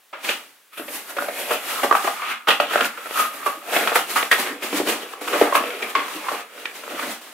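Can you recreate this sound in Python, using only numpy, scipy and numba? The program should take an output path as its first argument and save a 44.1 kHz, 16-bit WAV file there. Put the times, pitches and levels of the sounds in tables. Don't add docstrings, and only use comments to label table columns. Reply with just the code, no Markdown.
import sys
import numpy as np
from scipy import signal
from scipy.fft import rfft, irfft, next_fast_len
from scipy.io import wavfile
from scipy.ndimage import uniform_filter1d, map_coordinates
from numba import njit

SR = 44100
rng = np.random.default_rng(int(sys.argv[2]) if len(sys.argv) > 2 else 0)


def linear_from_db(decibels):
    return 10 ** (np.asarray(decibels, float) / 20)


def wrap_up_sound(samples):
    columns = np.atleast_2d(samples).T
    tamed = np.clip(columns, -1, 1)
    steps = np.round(tamed * 32767).astype(np.int16)
    wavfile.write(sys.argv[1], SR, steps)


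N = 323496

# (time [s], hollow level [dB],
# panels re hollow [dB], flaps re hollow [dB], rattle length [ms])
BLOWS = [(0.127, -27.5, -12, -10, 31), (0.245, -34, -4, 9.5, 6.6), (0.288, -20, -7.5, 4.5, 9),
         (0.774, -34.5, -5, -6, 8.1), (0.795, -30.5, 3.5, -0.5, 4.5), (0.88, -36, -2, 4, 11),
         (1.165, -25.5, -3, -5, 16), (1.184, -14.5, -15, -29, 5.8), (1.223, -23, -10, -22, 2.6),
         (1.283, -26.5, 3.5, -6, 7.5), (1.507, -15.5, -4.5, -14, 14), (1.831, -13.5, -1.5, -17, 12),
         (1.845, -21, -0.5, -3, 2.8), (1.911, -9, -7, -25, 3.7), (1.925, -8.5, -16, -25, 3.6),
         (1.951, -8.5, -19, -31, 3.3), (2.044, -18, -2, -21, 6.6), (2.073, -12.5, -8, -35, 8.7),
         (2.221, -21.5, -12, -15, 3.5), (2.471, -16.5, -12, -8.5, 15), (2.483, -9, -8.5, -2.5, 9.1),
         (2.502, -15.5, -9, 3, 12), (2.6, -10.5, -3.5, -2.5, 3.06), (2.734, -16.5, -8, -13, 7.5),
         (2.757, -7.5, -7.5, -23, 3.4), (2.807, -10, -6.5, -2.5, 4.4), (2.973, -27.5, -11, -10, 12),
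         (3.052, -32.5, -8, -7, 16), (3.109, -37, 3, 9, 2.7), (3.19, -21.5, -31, -9, 19),
         (3.459, -18.5, -11, -26, 17.7), (3.733, -23, -2, -15, 3.7), (3.762, -14.5, -7, -1.5, 10),
         (3.873, -7, -30, -9, 5.2), (3.918, -26, 5, -8, 2.8), (3.954, -7.5, -11.5, -16, 12.8),
         (4.156, -10, -22, -24, 27), (4.228, -15, -11, 0, 2.6), (4.313, -12, -15, 1.5, 11),
         (4.325, -17, -16, 6, 7), (4.385, -31.5, 6, -1, 5.2), (4.623, -33, -1, 7.5, 5.8),
         (4.728, -26.5, 3.5, 2.5, 4.2), (4.796, -31, 10.5, -7, 9.9), (4.871, -25.5, 1, 4, 5.4),
         (5.133, -27, -15, -22, 5.6), (5.213, -37.5, 7.5, 1, 8.3), (5.275, -16.5, -26, -12, 10),
         (5.325, -15.5, -8, -12, 42), (5.413, -19, 10.5, 0, 6.3), (5.473, -25, 3.5, -12, 5.7),
         (5.524, -14, -11, -18, 3.9), (5.552, -9.5, -30, -9, 3.6), (5.636, -28.5, 3.5, 3, 4.3),
         (5.823, -27.5, -6.5, 7.5, 7.9), (5.9517, -12, -19, -4, 4), (6.08, -24.5, -22, -6, 6),
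         (6.284, -14.5, -27, -22, 5.5), (6.315, -24.5, -4, -13, 3.9), (6.655, -21.5, -26, 4, 3.4),
         (6.835, -29, -8, -21, 5), (6.878, -31, -5, -33, 3.2), (6.9, -34, 0.5, -12, 21),
         (6.993, -19, -13, -10, 4.2), (7.092, -40, 4, -9, 8.2)]


def unit(x):
    return x / np.sqrt(np.mean(x ** 2))


def colour(x, points):
    size = next_fast_len(N)
    hz, db = np.transpose(points)
    axis = np.log(np.arange(size // 2 + 1) * SR / size + 1)
    gain = linear_from_db(np.interp(axis, np.log(hz + 1), db))
    return irfft(rfft(x, size) * gain, size)[..., :N]


def curves(table):
    time_s, *columns = np.transpose(table)
    return [np.interp(np.arange(N) / SR, time_s, column) for column in columns]


def wander(hold_ms):
    hold = int(hold_ms * SR / 1000)
    steps = np.repeat(rng.standard_normal(N // hold + 1), hold)
    return uniform_filter1d(steps, hold)[:N]


def ring(x, modes):
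    t = np.arange(SR // 4) / SR
    response = sum(linear_from_db(db - 60 * t / t60) * np.sin(2 * np.pi * hz * t) for hz, db, t60 in modes)
    return signal.fftconvolve(x, response / np.sqrt(np.sum(response ** 2)))[:N]


@njit
def resonance(x, hz, width):
    y, band, low = np.empty(len(x)), 0., 0.
    for i in range(len(x)):
        g, k = np.tan(np.pi * hz[i] / SR), width / hz[i]
        v = (band + g * (x[i] - low)) / (1 + g * (g + k))
        band, low, y[i] = 2 * v - band, low + 2 * g * v, k * v
    return y * np.sqrt(SR / (np.pi * width))


def steep(x, hz, width):
    twice = resonance(resonance(x, hz, width), hz, width)
    return twice * np.sqrt(2 * np.pi * width / SR)


def swells(peak_s, rise_ms, fall_ms, *levels_db):
    step = 32
    t = np.arange(0, N + step, step) / SR
    late_ms = 1000 * (t - peak_s[:, None])
    rising = -late_ms / np.maximum(rise_ms, 1)[:, None]
    falling = late_ms / fall_ms[:, None]
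    power = 10 ** -np.where(late_ms < 0, rising, falling)
    return [np.interp(np.arange(N) / SR, t, np.sqrt(linear_from_db(db) ** 2 @ power)) for db in levels_db]


def slips(flutter_db, hold_ms):
    slips_per_s, spread_db, click_share = 2500, 2.5, 0.52
    size = linear_from_db(spread_db * rng.exponential(size=N)) * rng.standard_normal(N)
    clicks = unit(size * (rng.random(N) < slips_per_s / SR))
    mix = click_share * clicks + (1 - click_share) * rng.standard_normal(N)
    return unit(linear_from_db(flutter_db * wander(hold_ms)) * mix)


def blows(contact_ms, rattle_db, sizes_db):
    force, t = np.zeros(N + SR), np.arange(SR // 8) / SR * 1000
    chance = rng.standard_normal((len(BLOWS), len(t)))
    push = np.sin(np.pi * np.clip(t / contact_ms, 0, 1)) ** 2
    for row, db, noise in zip(BLOWS, sizes_db, chance):
        start, length = int(row[0] * SR), row[-1]
        envelope = np.exp(-t / length) * (1 - np.exp(-t / (0.13 * length)))
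        rattle = linear_from_db(rattle_db) * noise * envelope
        force[start:start + len(t)] += linear_from_db(db) * ((2.58 / length) ** 1.83 * push + rattle)
    return force[:N]


def room_tone():
    # (frequency [Hz], relative level [dB])
    quiet = [(30, -26), (200, -14), (450, -3), (1500, 0), (3400, -3), (5000, -8), (10000, -7), (15500, -7)]
    mid, side = colour(rng.standard_normal((2, N)), quiet)
    return linear_from_db(-57.5) * unit(mid + 0.4 * side * np.array([[1], [-1]]))


def surface_hiss(stroke, blow_db):
    # (frequency [Hz], level [dB])
    surface = [(2350, 4.5), (4000, -1.5), (5040, -4.5), (7790, -4), (11900, -4), (14900, -8), (15600, -6),
               (16000, -36)]
    # (time [s], level re the hiss [dB])
    sheen = [(0.3, -44), (0.76, 11), (1.0, -2.5), (1.4, -0.5), (2.0, -13), (2.5, -10), (2.8, -16),
             (3.2, -2.5), (3.7, -5), (4.3, -12.5), (5.0, -37), (5.6, -7), (6.2, -24), (7.0, -34)]
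    sheen_hz, sheen_width_hz = 12100.0, 6300.0
    brush = rng.standard_normal(N) + 0.2 * slips(2.0, 16.0)
    ticks = blows(0.063, -7.5, 18 + 0.39 * blow_db)
    hiss = colour(stroke * (linear_from_db(4.0) * brush + ticks), surface)
    top = resonance(hiss, np.full(N, sheen_hz), sheen_width_hz)
    return hiss + linear_from_db(curves(sheen)[0]) * top


def hollow_ring(rub, blow_db, hollow_hz, clear_db):
    ring_width_hz, skirt_width_hz, skirt_db = 65.0, 900.0, 0.5
    hollow_hz = hollow_hz * (1 + 0.022 * wander(45))
    clear_db = clear_db + 3.0 * wander(55.03)
    drive = rub * slips(3.6, 13) + blows(0.39, -5.5, blow_db - 0.5)
    clear = resonance(steep(drive, hollow_hz, 3000.0), hollow_hz, ring_width_hz)
    return linear_from_db(clear_db) * clear + linear_from_db(skirt_db) * steep(drive, hollow_hz, skirt_width_hz)


def panel_ring(rub, blow_db, panel_hz, panels_db):
    # (frequency [Hz], relative level [dB], decay by 60 dB [s])
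    panel_modes = [(398.7, 5.5, 0.15), (462, 12.5, 0.1), (490, 12.5, 0.15), (588.5, 14, 0.084),
                   (684, 19.5, 0.024), (820, 2.5, 0.14)]
    drive = linear_from_db(panels_db) * rub * slips(2.3, 14) + blows(0.7, 1.84, blow_db)
    return ring(drive, panel_modes) + linear_from_db(-2.5) * steep(drive, panel_hz, 230.0)


def flap_ring(rub, blow_db, flaps_db):
    # (frequency [Hz], relative level [dB], decay by 60 dB [s])
    flap_modes = [(1667, 1.5, 0.095), (1912, 19, 0.021), (2202, 5.1, 0.045), (2500, 9.4, 0.0098),
                  (3030, 15, 0.0043), (3330, 6, 0.015)]
    drive = linear_from_db(flaps_db) * rub * slips(2.0, 11.0) + blows(0.25, -1.9, blow_db - 2)
    flap_hz = 2370 * (1 + 0.13 * wander(70))
    return ring(drive, flap_modes) + linear_from_db(3) * steep(drive, flap_hz, 890.0)


def thuds(rub, thud_db):
    # (frequency [Hz], relative level [dB], decay by 60 dB [s])
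    thud_modes = [(197, -2.5, 0.022), (261.3, 4.5, 0.051), (304, 3.5, 0.069)]
    # (time [s], level [dB], nominal length [ms])
    thumps = [(0.808, -30.5, 30), (0.952, -30.5, 10), (1.192, -36, 38), (1.841, -27, 14), (2.499, -39, 41),
              (2.614, -43, 25), (2.819, -24.5, 18), (3.497, -55, 45), (3.766, -36, 24), (4.185, -44, 26),
              (4.395, -28, 20), (4.51, -28, 32), (4.639, -37, 43), (4.743, -25, 45), (4.809, -23.5, 39),
              (4.884, -26.5, 54), (5.029, -39, 16), (5.358, -45, 26), (5.417, -17, 13), (5.552, -39, 30),
              (5.632, -37, 42), (6.001, -43, 24), (6.156, -27.5, 21), (6.326, -33, 20), (6.949, -32.5, 36),
              (7.099, -41, 24)]
    bump_s, bump_db, bump_ms = np.transpose(thumps)
    bumps, = swells(bump_s, 0.45 * bump_ms, 0.63 * bump_ms, bump_db)
    drive = bumps * rng.standard_normal(N) + linear_from_db(thud_db) * rub * slips(6.8, 27)
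    return ring(drive, thud_modes)


def box():
    # (peak time [s], rise [ms per 10 dB],
    # fall [ms per 10 dB], surface hiss level [dB], cardboard level [dB])
    strokes = [(0.246, 12, 110, -33, -48), (0.303, 46, 42, -31.5, -24), (0.735, 12, 134, -59, -45.5),
               (0.781, 12, 89, -48.5, -30), (0.951, 54, 70, -35, -55), (1.105, 41, 28, -39.5, -33.5),
               (1.225, 82, 111, -39, -31.5), (1.398, 63, 83, -34.5, -34), (1.533, 63, 42, -31.5, -26.5),
               (1.704, 87, 262, -32.5, -27), (1.848, 36, 24, -30.5, -24.5), (1.966, 37, 30, -32.5, -20),
               (2.058, 93, 120, -33, -26.5), (2.236, 38, 86, -65, -22.5), (2.319, 93, 25, -39, -19),
               (2.485, 6, 64, -29.5, -16.5), (2.605, -2, 42, -34.5, -17.5), (2.739, 42, 88, -32.5, -15),
               (2.861, 57, 17.5, -29.5, -15.5), (3.071, 245, 32, -44.5, -33.5), (3.201, 67, 63, -28.5, -22),
               (3.34, 16, 272, -42.5, -37), (3.464, 18, 63, -36, -29), (3.751, 45, 121, -28, -16.5),
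               (3.892, 100, 68, -37, -22), (3.958, 15, 50, -24.5, -19), (4.104, 24, 87, -30.5, -31),
               (4.172, 26, 80, -28, -26), (4.316, 4, 47, -24.5, -18.5), (4.4, 25, 49, -26, -32),
               (4.476, 82, 79, -38.5, -25.5), (4.636, 15, 67, -31, -27.5), (4.776, 45, 36, -25.5, -28),
               (4.892, 27, 55, -24, -20.5), (5.026, 31, 39, -42, -30.5), (5.136, 139, 17, -43.5, -34),
               (5.214, 4, 400, -39, -40), (5.279, 12, 284, -38, -22.5), (5.425, 114, 52, -31, -17),
               (5.56, 17, 23, -25, -18), (5.66, 109, 196, -42.5, -29), (5.834, 44, 45, -40, -28),
               (5.903, 28, 18, -37, -33.5), (5.96, 6, 77, -42, -21.5), (6.159, 248, 56, -38, -38.5),
               (6.334, 136, 52, -37.5, -25.5), (6.406, 254, 23, -42, -36), (6.599, 113, 343, -45.5, -39),
               (6.756, 16, 69, -40, -53), (6.923, 115, 28, -42.5, -49), (7.033, 110, 60, -36.5, -22.5),
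               (7.117, 104, 49, -34.5, -55), (7.214, 2, 356, -45.5, -46)]
    # (time [s], panels [Hz], hollow [Hz], clearness of hollow ring [dB],
    # then re the hollow's rub: rubbed panels [dB], rubbed flaps [dB], whole-box thud [dB])
    grip = [(0.3, 570, 1220, -29, -18, 2, -20), (0.72, 600, 1210, -5, -9, 8, -22),
            (0.85, 430, 1400, -20, -10, -15, 9), (1.2, 556, 1464, -10.5, 3.5, -10, -19),
            (1.35, 544, 1400, -17, 9.5, 6, -28), (1.55, 510, 1390, -18, 4.5, 3, -24),
            (1.9, 575, 1167, -7.5, -19, -11, -22), (2.3, 665, 1273, -11.5, -46, -5, -36),
            (2.62, 530, 1256, -9.5, -3, -1, -7), (2.88, 482, 1450, -20, -14, -12.5, -16),
            (3.22, 517, 1280, -4.5, -7.5, -1, -16), (3.47, 530, 1190, -3.5, 0.5, -1, 0.5),
            (3.76, 602, 1440, -20, 1, -5.5, -12), (4.18, 740, 1240, -21, -8, -1, -6),
            (4.4, 376, 1270, -26, -3, -2, -18), (4.85, 390, 1205, -25, 2, -1.5, 2),
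            (5.4, 363, 1230, -35, -4, -10, -26), (5.56, 590, 1066, -2.5, 3.5, -1.5, 0.5),
            (5.75, 406, 1430, -25, 0.5, -1, -7), (5.96, 427, 1088, -5.5, -3, 2.5, -6),
            (6.28, 540, 1100, -10.5, -4, -5, -14), (6.55, 436, 1400, -13, 1, 0, -0.5),
            (7.05, 550, 1320, -29, -3, -6.5, -4)]
    hiss_stroke, rub = swells(*np.transpose(strokes))
    rub = linear_from_db(-11.5) * rub
    panel_hz, hollow_hz, clear_db, panels_db, flaps_db, thud_db = curves(grip)
    _, blow_db, on_panels_db, on_flaps_db, _ = np.transpose(BLOWS)
    sound = surface_hiss(hiss_stroke, blow_db)
    sound = sound + hollow_ring(rub, blow_db, hollow_hz, clear_db)
    sound = sound + panel_ring(rub, blow_db + on_panels_db, panel_hz, panels_db)
    sound = sound + flap_ring(rub, blow_db + on_flaps_db, flaps_db)
    sound = sound + thuds(rub, thud_db)
    high_pass = signal.butter(4, 261, "high", fs=SR, output="sos")
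    return signal.sosfilt(high_pass, sound) + linear_from_db(-34) * sound


def smear(x, decay_ms):
    t = np.arange(SR // 16) / SR * 1000
    burst = rfft(rng.standard_normal(len(t)) * np.exp(-t / decay_ms))
    response = irfft(burst / np.abs(burst) ** .8, len(t)) * np.exp(-t / 30)
    return signal.fftconvolve(x, response)[:N]


def scatter(near):
    late_samples = 40 + 40 * wander(90)
    spread = map_coordinates(smear(near, 4.2), [np.arange(N) - late_samples], order=3)
    return unit(spread) * np.std(near)


@njit
def walls(x, lags, gain, damp):
    line, soft, out = np.zeros((8, 4096)), np.zeros(8), np.zeros((2, len(x)))
    for i in range(len(x)):
        total = 0.
        for k in range(8):
            soft[k] += (1 - damp) * (gain[k] * line[k, (i - lags[k]) & 4095] - soft[k])
            total += soft[k]
            out[k % 2, i] += soft[k] * (1 - (k & 2))
        for k in range(8):
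            line[k, i & 4095] = x[i] + soft[k] - total / 4 + 1e-18
    return out


def room_echo(spread):
    lags = np.array([613, 877, 1129, 1361, 1657, 1979, 2311, 2699])
    t60_s, damp = 0.25, 0.38
    gain = linear_from_db(-60 * lags / SR / t60_s)
    return linear_from_db(-10.5) * walls(smear(spread, 5.6), lags, gain, damp)


def scene():
    # (frequency [Hz], side re mid [dB])
    port_width = [(60, -6), (110, -13), (200, -21), (380, -17.5), (700, -10.5), (1290, -7), (2380, -8),
                  (4400, 0), (8120, -5), (15000, -6.5)]
    near = box()
    spread = scatter(near)
    echo_mid, echo_side = room_echo(spread)
    side = linear_from_db(1.5) * colour(spread + echo_side, port_width) * np.array([[1], [-1]])
    return near + echo_mid + side + room_tone()


def roll_off(x):
    return signal.sosfilt(signal.butter(12, 16640, fs=SR, output="sos"), x)


def record(dry):
    rounded = np.tanh(0.75 * dry) / 0.65
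    low_pass = signal.ellip(8, .2, 60, 15950, fs=SR, output="sos")
    mix = signal.sosfilt(low_pass, rounded)
    return roll_off(mix)


dry = scene()
out = record(dry)
wrap_up_sound(out)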